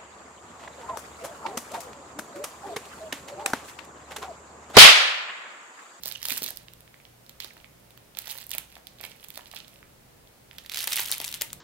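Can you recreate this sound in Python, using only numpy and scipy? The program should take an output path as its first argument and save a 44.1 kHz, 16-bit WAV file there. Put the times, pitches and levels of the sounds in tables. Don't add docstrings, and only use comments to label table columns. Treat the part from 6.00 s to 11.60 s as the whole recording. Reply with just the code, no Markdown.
import sys
import numpy as np
from scipy import signal
from scipy.fft import rfft, irfft
from scipy.io import wavfile
from scipy.ndimage import uniform_filter1d, map_coordinates

SR = 44100
rng = np.random.default_rng(int(sys.argv[2]) if len(sys.argv) > 2 else 0)


def dump_mix(stems):
    frames = np.atleast_2d(stems).T
    limited = np.clip(frames, -1, 1)
    pcm = np.round(limited * 32767).astype(np.int16)
    wavfile.write(sys.argv[1], SR, pcm)


N = 246959

# start_s, body_db, edge_db
SNAPS = [(0.0356, -28, -28), (0.058, -28.5, -22), (0.0659, -32, -32), (0.0733, -47, -27),
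         (0.0805, -30, -24), (0.088, -34, -30), (0.1144, -25, -34), (0.1232, -28, -27), (0.2183, -35, -40),
         (0.2295, -23.5, -26.5), (0.2407, -43, -35), (0.2538, -22, -21), (0.256, -24, -25),
         (0.2605, -38, -38), (0.2858, -25, -19.5), (0.2952, -31, -34), (0.3051, -22.5, -26),
         (0.3202, -36, -19.5), (0.329, -35, -34), (0.3553, -32, -32), (0.3748, -33, -23),
         (0.378, -25.5, -20), (0.3826, -40, -24), (0.422, -24.5, -28), (0.4312, -28, -22),
         (0.4377, -25, -26), (0.4418, -39, -22), (0.4632, -24, -26), (0.4805, -26, -36), (0.4878, -37, -31),
         (0.4922, -44, -32), (0.5057, -32.5, -25), (0.5602, -50, -38), (0.5725, -32.5, -28.5),
         (0.7364, -44, -39.5), (0.8065, -49, -42), (1.2643, -45, -50), (1.2949, -37.5, -37.5),
         (1.403, -23, -33.5), (1.4081, -36, -35), (1.446, -28, -33), (1.9068, -45.5, -45),
         (1.9761, -42, -44), (2.1717, -29, -32), (2.1882, -26, -20.5), (2.221, -41, -37),
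         (2.2586, -37, -35), (2.2711, -31.5, -47), (2.2792, -33, -31.5), (2.2902, -41, -36),
         (2.2985, -30, -36), (2.3032, -34, -37), (2.3056, -28, -36), (2.3098, -34, -40), (2.313, -35, -23),
         (2.3546, -40, -44), (2.3776, -42, -32), (2.3851, -30, -32.5), (2.4136, -39, -37),
         (2.4191, -42, -40), (2.44, -58, -37), (2.4676, -57, -33.5), (2.4937, -42, -32),
         (2.5069, -33.5, -30), (2.5156, -23.5, -23), (2.5332, -25, -39), (2.5371, -27.5, -27),
         (2.5503, -35, -26), (2.5829, -25, -17.5), (2.8704, -32, -36), (3.012, -35.5, -31),
         (3.0379, -30, -43), (3.2413, -40, -38.5), (3.2453, -37.5, -35.5), (3.2857, -57, -32.5),
         (3.3043, -35, -32.5), (3.3412, -49, -39), (3.3575, -36, -37), (3.3755, -30.5, -28),
         (3.5148, -34.5, -40.5), (3.5286, -44, -40), (3.5615, -33.5, -50), (3.5652, -28, -50),
         (3.5727, -33.5, -50), (3.681, -43, -40), (4.584, -31, -33.5), (4.6616, -36, -36),
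         (4.697, -26.5, -31), (4.7185, -28, -27), (4.7379, -28.5, -31), (4.7453, -23, -25),
         (4.7627, -38, -29), (4.7726, -22, -23), (4.7907, -24.5, -33), (4.8045, -23.5, -32),
         (4.8154, -34, -34), (4.826, -45, -39), (4.8424, -27, -18.5), (4.8738, -24.5, -17),
         (4.8772, -18.5, -23), (4.9085, -33, -26), (4.922, -20, -24), (4.9303, -29, -18), (4.933, -18, -21),
         (4.9587, -26, -15.5), (4.967, -26, -17.5), (4.9946, -18.5, -22), (4.9976, -28, -24),
         (5.0041, -37, -18), (5.0161, -27, -24), (5.0325, -41, -24), (5.0557, -27, -36),
         (5.0602, -29, -24.5), (5.0764, -37, -34), (5.0827, -29, -32), (5.1157, -27.5, -12.5),
         (5.1235, -16, -32), (5.1317, -29, -24), (5.1743, -35, -38), (5.1817, -34, -24.5),
         (5.2019, -23, -25.5), (5.2153, -27, -24), (5.2207, -35, -39), (5.244, -23.5, -23),
         (5.2481, -27, -23.5), (5.2754, -40, -35), (5.2795, -25.5, -26), (5.29, -33, -28),
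         (5.3156, -35, -28), (5.3264, -26, -28), (5.3419, -22.5, -28), (5.3468, -33, -26),
         (5.3515, -43, -33), (5.3743, -48, -38), (5.4106, -25.5, -37), (5.4129, -27, -20.5),
         (5.4194, -22.5, -13.5), (5.5309, -31.5, -24)]
# freq_hz, relative_db
EDGE = [(300, -28), (1000, -12.5), (3000, -13), (6000, -3), (8500, 3.5), (11000, 5.5), (14000, 6),
        (16000, 0.5)]
# time_s, pitch_hz
SHEET_HZ = [(0.4, 4100), (2.5, 3610), (4.9, 3350)]
SHEET_OCTAVES = 0.12


def snaps(creases, cycles=0.71, burst_s=0.00019, large_db=-17, build_s=0.0001,
          lead_in_db=-22, lead_in_s=0.003, settle_db=-21, settle_s=0.0035, lumpy_db=6, rattle=0.63,
          muffle=1.92, likeness=0.63, wander_db=2.5, far_body_db=1, far_edge_db=-1):
    lead = 128
    near, far = np.zeros((2, N)), np.zeros((2, N))
    t = np.arange(768) / SR
    before, after = np.maximum(lead / SR - t, 0), np.maximum(t - lead / SR, 0)
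    plain_edge = per_ms(colour((t == 0)[None] * 1., EDGE))

    for s, body_db, edge_db in creases:
        hz = np.interp(s, *np.transpose(SHEET_HZ)) * 2 ** (SHEET_OCTAVES * rng.standard_normal())
        size = 1 + amp(edge_db - large_db)
        length = burst_s * size * np.exp(0.35 * rng.standard_normal())

        lead_in = amp(lead_in_db) * np.exp(-before / lead_in_s)
        settle = amp(settle_db) * np.exp(-after / settle_s)
        faint = np.where(before > 0, lead_in, settle)
        jerks = unit(amp(lumpy_db * unit(uniform_filter1d(rng.standard_normal(len(t)), size=24))))
        shape = np.exp(-before / build_s - after / length) + faint * jerks

        edge = per_ms(colour(stereo_noise(len(t), likeness) * shape, EDGE))
        push = rattle * stereo_noise(len(t), likeness) * shape
        push[:, lead] += 1
        low_pass = signal.butter(2, min(hz * muffle, SR / 3), fs=SR)
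        sheet = signal.lfilter(*low_pass, np.diff(ring(t, hz, cycles), prepend=0))[None]
        body = per_ms(bounced(signal.fftconvolve(push, sheet, axes=1)[:, :len(t)]))

        side = sides(pan_at(s) + wander_db * rng.standard_normal())
        direct = amp(body_db) * body + amp(edge_db) * edge
        outward = amp(body_db + far_body_db) * per_ms(sheet) + amp(edge_db + far_edge_db) * plain_edge
        add(near, s - lead / SR, direct * side)
        add(far, s, outward * side)
    return near, far


def small_creases(rub, body_db=-0.5, edge_db=6.5, idle_db=-64, crowding=0.7, largest_db=-34, count=150):
    drive = rub + amp(idle_db)
    strain = np.cumsum(drive ** crowding)
    at = np.searchsorted(strain, strain[-1] * (np.arange(count) + rng.random(count)) / count)
    db = np.minimum(20 * np.log10(drive[at]), largest_db)
    return list(zip(at / SR, db + body_db, db + edge_db))


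# start_s, level_db, pitch_hz
TICKS = [(0.1587, -30, 3300), (0.1802, -39, 3100), (0.684, -35, 3000), (0.8776, -44, 2460),
         (0.9427, -40.5, 1980), (1.0013, -45, 2140), (1.0524, -39, 3080), (1.5686, -46, 1510),
         (1.602, -46, 3060), (1.6445, -36.5, 2300), (2.15, -38.5, 3420), (2.755, -37.5, 3420),
         (2.7669, -42, 2600), (2.998, -39.5, 3540), (3.005, -37.5, 2270), (3.04, -29, 2260),
         (3.1182, -38.5, 2900), (3.1986, -45.5, 3500), (3.3755, -38, 2200), (3.3917, -42, 1500),
         (3.4582, -38, 3460), (3.5386, -39, 1680), (3.603, -33.5, 3740), (3.6466, -41, 3180),
         (3.7592, -44, 3000), (3.829, -40, 1710), (4.274, -47, 3440), (4.5123, -36, 2600),
         (4.5877, -34.5, 3100), (4.7591, -27, 3420), (4.974, -19, 2620), (5.2327, -38, 3200),
         (5.416, -28, 2220), (5.4214, -26, 2420), (5.5037, -37.5, 3460)]


def buried_creases(cycles=0.8, muffle=2.08):
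    out = np.zeros((2, N))
    t = np.arange(512) / SR
    for s, db, hz in TICKS:
        low_pass = signal.butter(4, hz * muffle, fs=SR)
        tap = signal.lfilter(*low_pass, np.diff(ring(t, hz, cycles), prepend=0))
        add(out, s, place(amp(db) * per_ms(bounced(tap[None])), s))
    return out


BOUNCE_DB, BOUNCE_S = -9, 0.001097


def bounced(click):
    lag = int(BOUNCE_S * (rng.random() + .5) * SR)
    reflection = np.pad(click, ((0, 0), (lag, 0)))[:, :click.shape[1]]
    return click + amp(BOUNCE_DB) * reflection


# start_s, length_s, level_db
SHOVES = [(0.0, .2, -50), (0.025, .075, -41.5), (0.199, .06, -45), (0.248, .135, -37), (0.277, .055, -31),
          (0.407, .09, -38.5), (0.53, .09, -53.5), (1.409, .03, -45.5), (1.439, .06, -52),
          (1.498, .11, -57.5), (2.175, .07, -46.5), (2.242, .195, -46.5), (2.281, .04, -38.5),
          (2.515, .03, -38.5), (2.686, .09, -53.5), (2.963, .15, -52.5), (3.025, .03, -41),
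          (3.111, .12, -57), (3.266, .14, -55), (3.42, .07, -55.5), (3.527, .06, -44), (3.656, .13, -56.5),
          (4.509, .17, -57), (4.703, .05, -42.5), (4.749, .085, -31), (4.858, .28, -36), (4.901, .028, -31),
          (4.945, .058, -29.5), (5.121, .018, -34), (5.187, .115, -41), (5.33, .022, -38),
          (5.401, .016, -34)]
ATTACK_S, RELEASE_S, SETTLE_DB, SETTLE_S = 0.02, 0.012, -25, 0.08


def effort():
    t = np.arange(0, N, 32) / SR
    start, length, db = np.transpose(SHOVES)[:, :, None]
    since = np.maximum(t - start - length, 0)
    fall = np.maximum(np.exp(-since / RELEASE_S), amp(SETTLE_DB) * np.exp(-since / SETTLE_S))
    gain = amp(db) * np.clip((t - start) / ATTACK_S, 0, 1) * fall
    return np.interp(np.arange(N) / SR, t, np.linalg.norm(gain + 1e-9, axis=0))


def catching(depth_db=4, rate_hz=170):
    slow = np.fft.rfftfreq(N, 1 / SR) < rate_hz
    chance = unit(irfft(rfft(rng.standard_normal(N)) * slow, N))
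    return unit(amp(depth_db * np.clip(chance, -2, 2)))


# freq_hz, relative_db
CRACKLE = [(120, -26.5), (300, -8), (700, -2), (1400, -2.5), (2500, 7), (4200, 6.5), (6500, 0), (9000, 1.5),
           (12000, 2.5), (16000, -7)]


def rustle(rub, level_db=-2.0, per_s=520, spread_db=5, fibre_db=-18, tone_db=0, patchy_db=4,
           likeness=0.84, count=24):
    grains = np.zeros((2, N))
    t = np.arange(128) / SR
    happens = rng.random(N) < per_s / SR
    sizes = amp(spread_db * np.minimum(rng.exponential(1, N), 3.0)) * happens
    kinds = rng.integers(0, count, N)
    for k in range(count):
        tick = stereo_noise(len(t), likeness) * np.exp(-t / 0.00018)
        tone = ring(t, 1500 * 9 ** ((k + rng.random()) / count), 1.7)
        tone_gain = amp(tone_db + patchy_db * rng.standard_normal())
        grain = unit(unit(tick) + tone_gain * unit(tone))
        grains += signal.oaconvolve((sizes * (kinds == k))[None], grain, axes=1)[:, :N]
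    fibres = stereo_noise(N, likeness)
    sound = unit(colour(unit(grains) + amp(fibre_db) * fibres, CRACKLE, size=2048))
    return sound * rub * amp(level_db) * sides(curve(PLACE))


# start_s, level_db (of the fundamental), first_hz, last_hz, length_s
SQUEAKS = [(0.151, -34, 3140, 2780, 0.0097), (1.504, -47, 2720, 1610, 0.0086)]


def squeaks(overtone_db=-8, jitter=0.049):
    out = np.zeros((2, N))
    t = np.arange(1024) / SR
    for s, db, first_hz, last_hz, length in SQUEAKS:
        wobble = unit(uniform_filter1d(rng.standard_normal(len(t)), size=12))
        hz = np.interp(t, [0, length], [first_hz, last_hz]) * (1 + jitter * wobble)
        angle = 2 * np.pi * np.cumsum(hz) / SR
        swell = np.interp(t / length, [0, .1, .8, 1], [0, 0.96, 1.0, 0.12])
        tone = np.sqrt(2) * swell * (np.sin(angle) + amp(overtone_db) * np.sin(2 * angle))
        add(out, s, place(amp(db) * tone, s))
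    return out


# start_s, level_db, pitch_hz
PATS = [(0.0585, -41.5, 580), (0.2525, -40.5, 1190), (0.2855, -43, 570), (0.4195, -43, 440),
        (0.5105, -45.5, 695), (1.4465, -44, 596), (1.5675, -48, 910), (2.1725, -46.5, 800),
        (2.2785, -43, 855), (2.3535, -43.5, 925), (2.5485, -42, 660), (2.7665, -43.5, 744),
        (3.0045, -47, 650), (3.0395, -43.5, 790), (3.3745, -39.5, 650), (3.3925, -42, 960),
        (3.5365, -42.5, 850), (4.8735, -37.5, 880), (4.9955, -34.5, 930), (5.1035, -43.5, 726),
        (5.2025, -36.5, 654), (5.4135, -41, 553)]


def pats():
    return blows(PATS, level_db=6, cycles=1.0, scuff_db=0, scuff_s=0.0021, reach=2.17)


# start_s, level_db, pitch_hz
THUMPS = [(0.3155, -38.5, 248), (0.419, -39, 277), (2.551, -54, 231)]


def thumps():
    return blows(THUMPS, level_db=7.0, cycles=1.3, scuff_db=-3.0, scuff_s=0.034, reach=1.7)


def blows(rows, level_db, cycles, scuff_db, scuff_s, reach):
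    out = np.zeros((2, N))
    t = np.arange(4096) / SR
    for s, db, hz in rows:
        knock = signal.lfilter(*signal.butter(2, hz / 2, "high", fs=SR), ring(t, hz, cycles))
        scuff = stereo_noise(len(t), 0.83) * np.exp(-t / scuff_s)
        scuff = signal.lfilter(*signal.butter(2, [hz / 2, hz * reach], "band", fs=SR), scuff)
        sound = per_ms(unit(knock) + amp(scuff_db) * unit(scuff))
        add(out, s, amp(db + level_db) * sound * sides(-2.8))
    return out


# time_s, left_minus_right_db
PLACE = [(0, -8.5), (0.4, -6), (1.4, -7.5), (3.6, -8), (4.6, -4.5), (4.9, -1), (5.1, 3), (5.5, 4)]


def pan_at(s):
    return np.interp(s, *np.transpose(PLACE))


def place(x, s):
    return x * sides(pan_at(s))


def aside(full_db=4):
    return np.clip(-curve(PLACE) / full_db - .6, 0, 1)


# freq_hz, gain_db
FROM_RIGHT = [(2500, -0.5), (4200, -1.5), (6300, -2.5), (10000, -4), (11700, 0), (15500, 5.5)]


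def ports(x, full_lag=4):
    right = aside()
    x = (1 - right) * x + right * colour(x, FROM_RIGHT)
    late = map_coordinates(x[0], [np.arange(N) - full_lag * right], order=5)
    return np.array([late, x[1]])


# freq_hz, t60_s
ROOM_T60 = [(200, .3), (1000, .34), (3000, .35), (8000, .29), (15000, .23)]
# freq_hz, gain_db
ROOM_COLOUR = [(200, 2.5), (1000, 3.5), (1700, 3), (2350, 1), (3000, 0), (4500, -2), (6500, 0), (9000, -3),
               (15000, -2.5)]


def room(x, wet_db=-7, first_s=0.0027, likeness=0.17, cross=0.25, count=3, turn_s=.21):
    size = int(.6 * SR)
    out = np.zeros((2, N))
    feed = 0.63 * x + cross * x[::-1]
    for k in range(count):
        scatter = rng.standard_normal((3, size)) * (rng.random((3, size)) < .15)
        hz, t, z = signal.stft(pair(*scatter, likeness), SR, nperseg=256)
        z = z * amp(-60 * t / spectrum_at(ROOM_T60, hz)[:, None])
        onset = np.clip(np.arange(size) / SR / first_s - 1, 0, 1)
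        tail = signal.istft(z, SR, nperseg=256)[1][:, :size] * onset
        tail = colour(tail / np.linalg.norm(tail[0]), ROOM_COLOUR)
        share = np.sqrt(2 / count) * np.cos(np.pi * (np.arange(N) / SR / turn_s + k / count))
        out += signal.fftconvolve(feed * share, tail, axes=1)[:, :N]
    return amp(wet_db) * out


# freq_hz, gain_db
LEFT_PORT = [(800, -1), (2100, -3.5), (3300, -5.5), (5600, 1.5), (9500, -0.5), (13000, -2)]


def left_port(x):
    return np.array([colour(x[:1], LEFT_PORT)[0], x[1]])


# freq_hz, relative_db
AIR = [(15, -23), (25, -4.5), (64, -7), (86, -3.5), (119, -4.5), (148, 0), (297, -6), (410, -6),
       (537, -3.5), (1110, -11), (2230, -13.5), (6550, -18.5), (15500, -18.5)]
# freq_hz, likeness (below 0 counts as 0)
AIR_LIKENESS = [(60, 0.93), (180, 0.74), (550, 0.03), (1650, -0.25), (4970, -0.13), (15000, -0.0)]
# time_s, gain_db
RUMBLE = [(0, 3), (2.3, -0.5), (3.4, 2), (5.1, 3.5), (5.5, 7.5)]
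# pitch_hz, level_db
HUM = [(59.6, -68.5), (119.4, -65.5)]


def still_room(air_db=-55.37, hum_db=-2, waver=0.47, pan_db=-1, swell_db=1.5, rumble_hz=250):
    hz, t = np.fft.rfftfreq(N, 1 / SR), np.arange(N) / SR

    def drift():
        return unit(irfft(rfft(rng.standard_normal(N)) * (hz < 4), N))

    z = pair(*rfft(rng.standard_normal((3, N))), spectrum_at(AIR_LIKENESS, hz))
    z = z * amp(spectrum_at(AIR, hz))
    low = 1 / (1 + (hz / rumble_hz) ** 2)
    hiss = irfft(z * (1 - low), N)
    rumble = irfft(z * low, N) * amp(curve(RUMBLE) + swell_db * drift())
    air = unit(hiss + rumble) * amp(air_db)

    hum = np.zeros(N)
    for f, db in HUM:
        tone = np.sqrt(2) * np.sin(2 * np.pi * (f * t + rng.random()))
        hum += amp(db + hum_db) * (1 + waver * drift()) * tone
    return air * sides(pan_db) + hum


def amp(db):
    return 10 ** (np.asarray(db) / 20)


def unit(x):
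    return x / np.sqrt(np.mean(x ** 2) + 1e-20)


def per_ms(x):
    return x * np.sqrt(SR / 1000 / np.sum(x ** 2, -1, keepdims=True))


def spectrum_at(points, hz):
    f, value = np.transpose(points)
    return np.interp(np.log(hz + 1), np.log(f + 1), value)


def curve(points):
    return np.interp(np.arange(N) / SR, *np.transpose(points))


def add(mix, s, sound):
    part = mix[:, max(round(s * SR), 0):][:, :sound.shape[1]]
    part += sound[:, :part.shape[1]]


def colour(x, points, size=512):
    log_gain = np.log(amp(spectrum_at(points, abs(np.fft.fftfreq(size, 1 / SR)))))
    taps = np.fft.ifft(np.exp(np.conj(signal.hilbert(log_gain)))).real
    return signal.fftconvolve(x, taps[None, :size // 2], axes=1)[:, :x.shape[1]]


def pair(a, b, c, likeness):
    share = np.clip(likeness, 0, 1)
    return np.sqrt(share) * a + np.sqrt(1 - share) * np.array([b, c])


def stereo_noise(size, likeness):
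    return pair(*rng.standard_normal((3, size)), likeness)


def sides(pan_db):
    g = amp(np.array([pan_db, -pan_db]) / 2).reshape(2, -1)
    return g / np.sqrt(np.mean(g ** 2, 0))


def ring(t, hz, cycles):
    return np.sin(2 * np.pi * hz * t) * np.exp(-t * hz / cycles)


def scene(squeak_echo_db=-7, tick_echo_db=-1, rustle_echo_db=-1):
    rub = effort()
    loud, loud_far = snaps(SNAPS)
    small, small_far = snaps(small_creases(rub), cycles=0.37, burst_s=0.00059, wander_db=14,
                             far_body_db=5.0, far_edge_db=4.5)
    dull = buried_creases()
    cloth = rustle(rub * catching())
    squeak = squeaks()
    floor = pats() + thumps()

    direct = loud + small + dull + cloth + squeak + floor
    outward = loud_far + small_far + floor
    outward += amp(tick_echo_db) * dull + amp(rustle_echo_db) * cloth + amp(squeak_echo_db) * squeak
    return left_port(ports(direct) + room(outward)) + still_room()


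CUTOFF_HZ = 15950


def record(dry):
    low_pass = signal.firwin(255, CUTOFF_HZ, window=("kaiser", 8), fs=SR)
    return signal.oaconvolve(dry, low_pass[None], "same")


dry = scene()
out = record(dry)
dump_mix(out)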